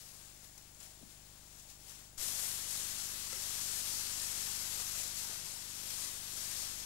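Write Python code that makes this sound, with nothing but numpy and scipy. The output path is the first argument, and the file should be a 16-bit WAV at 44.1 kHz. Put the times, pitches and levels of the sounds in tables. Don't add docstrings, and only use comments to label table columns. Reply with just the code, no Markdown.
import sys
import numpy as np
from scipy import signal
from scipy.fft import rfft, irfft
from scipy.io import wavfile
from scipy.ndimage import uniform_filter1d

SR = 44100
rng = np.random.default_rng(int(sys.argv[2]) if len(sys.argv) > 2 else 0)


def unload_audio(sound):
    columns = np.transpose(np.atleast_2d(sound))
    steps = np.round(np.clip(columns, -1, 1) * 32767)
    wavfile.write(sys.argv[1], SR, steps.astype(np.int16))


def boost(x):
    u = np.asarray(x, float) / 20
    return 10 ** u


N = 302085
SCENE_CHANGE_S = 2.176
USUAL_PUSH_DB = -44.5

# time_s, leaf_level_db
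PUSH_CURVES = [
    [(0.0, -58), (0.5, -65.5), (1.3, -65.5), (1.6, -63.5), (2.05, -63), (2.17, -76)],
    [(2.18, -48), (2.23, -42.5), (2.66, -47), (2.71, -44), (3.28, -47.5), (3.56, -44), (5.04, -45),
     (5.68, -50.5), (6.0, -45), (6.22, -50), (6.58, -44.3), (6.85, -50)],
]


def rms_one(x):
    return x / np.sqrt(np.mean(x ** 2) + 1e-20)


def in_time(tables):
    s, *columns = np.concatenate(tables).T
    return [np.interp(np.arange(N) / SR, s, column) for column in columns]


def at_hz(points, hz):
    point_hz, value = np.array(points).T
    return np.interp(np.log(hz), np.log(point_hz), value)


def spectrum_hz():
    return np.maximum(np.arange(N // 2 + 1) * SR / N, 1)


def drift(rate_hz):
    r = np.exp(-80 * np.pi * rate_hz / SR)
    slow = signal.lfilter([1], [1, -2 * r, r * r], rng.standard_normal(N // 40 + 2002))[2000:]
    return np.interp(np.arange(N) / 40, np.arange(len(slow)), rms_one(slow))


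def butter(x, hz, kind, order=2):
    return signal.sosfilt(signal.butter(order, hz, kind, fs=SR, output="sos"), x)


def overshoot(x, hz, width_hz):
    r, w = np.exp(-np.pi * width_hz / SR), 2 * np.pi * hz / SR
    poles = [1, -2 * r * np.cos(w), r * r]
    return signal.lfilter([sum(poles)], poles, x)


def add(track, s, sound):
    start = round(s * SR)
    track[start:start + len(sound)] += sound[:N - start]


def dying(t60, size=13000):
    t = np.arange(size) / SR
    return t, boost(-60 * t / t60)


def hiss():
    # pitch_hz, density_db
    hiss_colour = [(8, -2), (30, -17), (70, -8.5), (200, -14.5), (850, -15.5), (1130, -19), (4170, -16.5),
                   (6200, -15), (7070, -9.5), (8000, -13), (13500, -18.5), (15400, -36)]
    # pitch_hz, gain_db
    right_colour = [(30, -3.5), (300, -14), (1000, -10), (3000, -22), (12000, -33)]
    hz = spectrum_hz()
    shared, left, right = rng.standard_normal((3, N))
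    pair = rfft(np.array([shared + 0.86 * left, shared + 1.6 * right])) * boost(at_hz(hiss_colour, hz))
    pair[1] *= boost(at_hz(right_colour, hz))
    pair = irfft(pair, N)
    return boost(-57) * pair / np.std(pair[0])


def spill(live):
    # pitch_hz, density_db
    spill_colour = [(60, 4), (300, 3.5), (1000, -3), (3000, -4), (8500, -27), (10500, -24), (13600, -10),
                    (14600, -24)]
    loudness = np.sqrt(uniform_filter1d(live ** 2, size=900) + 1e-14)
    noise = rfft(loudness * rng.standard_normal(N))
    return boost(-66.5) * rms_one(irfft(noise * boost(at_hz(spill_colour, spectrum_hz())), N))


def buzz_levels():
    # time_s, field_hum_db, line_whistle_db
    picture_levels = [(0, -66.5, -74), (2.17, -63, -76), (2.4, -67, -73), (3.0, -62, -69), (5.0, -60, -72),
                      (5.45, -70, -79), (6.2, -64.5, -71), (6.6, -61, -72), (6.85, -57, -77)]
    near = np.arange(N) / SR > SCENE_CHANGE_S
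    lag_s, follows = 0.17, 0.51
    push = uniform_filter1d(in_time(PUSH_CURVES)[0], size=round(lag_s * SR))
    ride = near * follows * np.maximum(push - USUAL_PUSH_DB + 1.5, -6)
    flip_db = np.where(near, -48, -58) + ride
    drum_db = np.where(near, -58.5, -67) + ride
    return flip_db, drum_db, *in_time([picture_levels])


def tape_buzz():
    frame_hz, lines = 25, 625
    t = np.arange(N) / SR
    flip_db, drum_db, field_db, whistle_db = buzz_levels()
    frame, field = t * frame_hz % 1, t * frame_hz * 2 % 1

    flip = np.where((frame > .414) & (frame < .914), -1., 1.)
    kicks = butter(butter(flip, 115, "high"), 240, "low")
    drum = boost(flip_db) * kicks + boost(drum_db) * np.cos(2 * np.pi * (frame - .458))

    blank = 1. * ((field > .61) & (field < .715)) - .6 * ((field > .715) & (field < .925))
    picture = boost(-62.8) * overshoot(blank, hz=770, width_hz=480)

    hum = boost(field_db) * np.cos(2 * np.pi * (field - .32))
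    hum += boost(-75.5) * np.cos(2 * np.pi * (2 * field - .3))
    hum += boost(-76) * (t < SCENE_CHANGE_S) * np.cos(2 * np.pi * (3 * field + .1))

    gated = 1 + .5 * np.cos(2 * np.pi * field) + .3 * np.cos(4 * np.pi * field)
    whistle = boost(whistle_db + 4.5) * gated * np.sin(2 * np.pi * lines * frame_hz * t)
    skirt = boost(-76) * rms_one(butter(rng.standard_normal(N), [15470, 15730], "band", order=4))

    return drum * [[1], [.47]] + picture * [[1], [.85]] + hum * [[1], [.65]] + whistle + skirt


def spread(live):
    echo_taps = [(60, 0, -.018), (908, -.02, .04), (918, -.02, .018), (1383, .11, -.047), (1428, 0, .1),
                 (1475, -.068, .068), (2177, -.063, .068), (2346, .1, -.013)]
    dull = boost(2.9) * butter(live, 8900, "low", order=3)
    out = np.array([live, boost(-16) * butter(live, 610, "low", order=1)])
    for lag, left, right in echo_taps:
        out[:, lag:] += dull[:-lag] * [[left], [right]]
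    return out


def bumps():
    # start_s, peak_db, pitch_hz, t60_s
    dull_bumps = [
        (1.011, -51, 380, 0.028),
        (1.019, -51, 216, 0.024),
        (1.026, -53, 604.8, 0.034),
        (1.029, -47, 290, .04),
        (1.036, -42, 190, .035),
        (1.059, -57, 222, 0.064),
        (3.365, -53.5, 378, .2),
        (4.8, -52, 450, .04),
        (5.296, -46, 460, 0.022),
        (5.434, -43.5, 151, 0.08),
    ]
    # pitch_hz, peak_db, t60_s
    knock_modes = [
        (535, -43.5, .085),
        (900, -47, .025),
        (1340, -42, .05),
        (2040, -43.5, .06),
        (2650, -47, .05),
    ]
    knock = [(3.329, db, hz, t60) for hz, db, t60 in knock_modes]
    thump = (SCENE_CHANGE_S, -44, -11, .4)
    out = np.zeros(N)
    for s, peak_db, hz, t60 in [*dull_bumps, thump, *knock]:
        t, fall = dying(t60)
        add(out, s, boost(peak_db) * fall * np.sin(2 * np.pi * hz * t))
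    return out


def snaps():
    # start_s, peak_db, centre_hz, t60_s
    stem_snaps = [(0.578, -37.5, 7090, 0.027), (0.6564, -51, 7200, 0.03), (0.7467, -43, 7030, 0.033),
                  (0.8026, -37.5, 7150, 0.03), (0.8298, -37.5, 7200, 0.03), (0.8524, -46, 7600, 0.03),
                  (0.905, -46, 7240, 0.028), (1.597, -41.5, 6850, 0.03), (1.6244, -47, 7100, 0.03),
                  (1.697, -46, 6670, 0.03), (1.8944, -37.5, 6000, 0.037), (2.5148, -30, 4670, 0.027),
                  (4.9444, -36, 8460, 0.03), (5.0767, -26.5, 7260, 0.023)]
    # start_s, peak_db, centre_hz
    further_snaps = [(3.0177, -31, 7220), (3.6123, -31, 5870), (4.1985, -26.5, 4910), (4.6071, -34, 7440),
                     (5.1693, -29, 6160), (5.4567, -33, 6520), (5.6906, -36, 8160), (5.9046, -31, 7030)]
    crack_t60_s = .02
    out = np.zeros(N)
    for s, peak_db, hz, t60 in [*stem_snaps, *[(*row, crack_t60_s) for row in further_snaps]]:
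        t, fall = dying(t60, size=3000)
        noise = rng.standard_normal(len(t)) * fall
        burst = butter(noise, [hz * 0.85, min(hz * 1.17, 15000)], "band", order=1)
        add(out, s, boost(peak_db + 1.5) * burst / np.abs(burst).max())
    return out


def sweep():
    # peak_s, leaf_db, rise_s, fall_s, stem_extra_db
    blade_swishes = [(.21, -66, 0.014, 0.026, 11), (.45, -60.5, 0.031, .02, 3), (.58, -61, .004, .015, 6),
                     (.81, -58.5, .004, 0.036, 5), (.84, -58, 0.018, 0.051, -3),
                     (1.12, -63, 0.044, .025, -8), (1.59, -62.5, .03, .03, 0), (1.7, -59, .008, .03, -3),
                     (1.91, -55.5, 0.048, 0.06, 1.5), (2.0, -61.5, 0.035, 0.02, 4),
                     (2.21, -56, 0.017, 0.054, 6), (3.1, -56, 0.11, 0.091, 1), (3.4, -61, .03, .03, 5),
                     (3.95, -53, 0.069, .2, -5), (4.47, -53, .01, .02, 11), (4.8, -50, 0.013, .03, 9),
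                     (5.0, -46, 0.061, 0.017, 3), (5.18, -49, .015, .06, -14),
                     (5.33, -55.5, 0.038, 0.036, 12), (5.46, -50, .008, .015, 7), (5.9, -54, .02, .04, 2),
                     (6.38, -51, .06, 0.065, 1)]
    # centre_s, change_db, half_length_s
    push_lulls = [
        (0.74, -3, .02),
        (1.777, -6, 0.024),
        (5.12, -1.5, 0.037),
        (5.427, -0.5, 0.033),
    ]
    t = np.arange(N) / SR
    push = in_time(PUSH_CURVES)[0] - USUAL_PUSH_DB
    for s, db, half in push_lulls:
        push = push + db * np.exp(-((t - s) / half) ** 2)
    leaf, stem = boost(2 * push), boost(2 * push)
    for s, db, rise, fall, stem_db in blade_swishes:
        power = boost(2 * (db - USUAL_PUSH_DB)) * np.exp(-2 * np.abs(t - s) / np.where(t < s, rise, fall))
        leaf = leaf + power
        stem = stem + power * boost(2 * stem_db)
    leaf, stem = 10 * np.log10(leaf), 10 * np.log10(stem)
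    close = 3 * np.exp(-((t - 2.45) / 0.14) ** 2)
    edge = 1.276 * leaf - 0.4 + np.where(t > SCENE_CHANGE_S, close, 4)
    return leaf, 0.82 * stem - 1, edge


def grass():
    # pitch_hz, density_db
    grass_colour = [(40, -22), (110, -13.5), (250, -17), (400, -13.5), (1310, -9), (2230, -8.5),
                    (5200, -1.5), (7470, 0.5), (10500, -3.5), (12000, -3.5), (14300, -7.5)]
    stem_hz, leaf_hz, edge_hz = 1280, 5560, 11600
    touches_per_s, touch_spread_db, touch_share = 2500, 4.5, 0.1
    leaf, stem, edge = sweep()
    sizes = boost(touch_spread_db * np.minimum(rng.exponential(1, N), 6)) * rng.choice([-1, 1], N)
    touched = rng.random(N) < touches_per_s * boost(2.5 * drift(40)) / SR
    touches = rms_one(sizes * touched)
    friction = rng.standard_normal((2, N))
    together = 0.59 * drift(50)
    edges = 50 * 2 ** np.arange(0, 8.4, 1 / 3)
    usual, moving = 0, 0
    for k, (low, high) in enumerate(zip(edges, edges[1:])):
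        hz = np.sqrt(low * high)
        rubbing = np.sqrt(touch_share) * touches + np.sqrt(1 - touch_share) * friction[k % 2]
        band = butter(rubbing, [low, high], "band") * boost(at_hz(grass_colour, hz))
        to_stem = at_hz([(stem_hz, 1), (leaf_hz, 0)], hz)
        to_edge = at_hz([(leaf_hz, 0), (edge_hz, 1)], hz)
        swell_db = leaf + to_stem * (stem - leaf) + to_edge * (edge - leaf)
        usual = usual + band
        moving = moving + band * boost(swell_db + together + 0.62 * drift(5.4))
    return boost(-36) * moving / np.std(usual)


def scene():
    live = grass() + snaps() + bumps()
    tape = spread(live) + hiss() + spill(live) * [[0], [1]]
    tape = butter(tape, 14200, "low", order=7)
    trap = signal.cheby2(14, 30, 15370, fs=SR, output="sos")
    return signal.sosfilt(trap, tape) + tape_buzz()


def holes(x):
    below_db, floor_db = -4.5, -115
    hz, _, z = signal.stft(x, SR, window="cosine", nperseg=2048)
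    power = np.abs(z[:1024]) ** 2
    band = np.repeat(power.reshape(128, 8, -1).mean(axis=1), 8, axis=0)
    around = uniform_filter1d(power, size=64, axis=0)
    masked = band < around * boost(2 * below_db) + boost(2 * floor_db)
    z[:1024] *= ~(masked & (hz[:1024, None] > 2000))
    return signal.istft(z, SR, window="cosine", nperseg=2048)[1][:N]


def band_limit(x):
    return signal.sosfilt(signal.butter(12, 15770, fs=SR, output="sos"), x)


def record(dry):
    mix = np.array([dry[0], holes(dry[1])])
    return band_limit(mix)


dry = scene()
out = record(dry)
unload_audio(out)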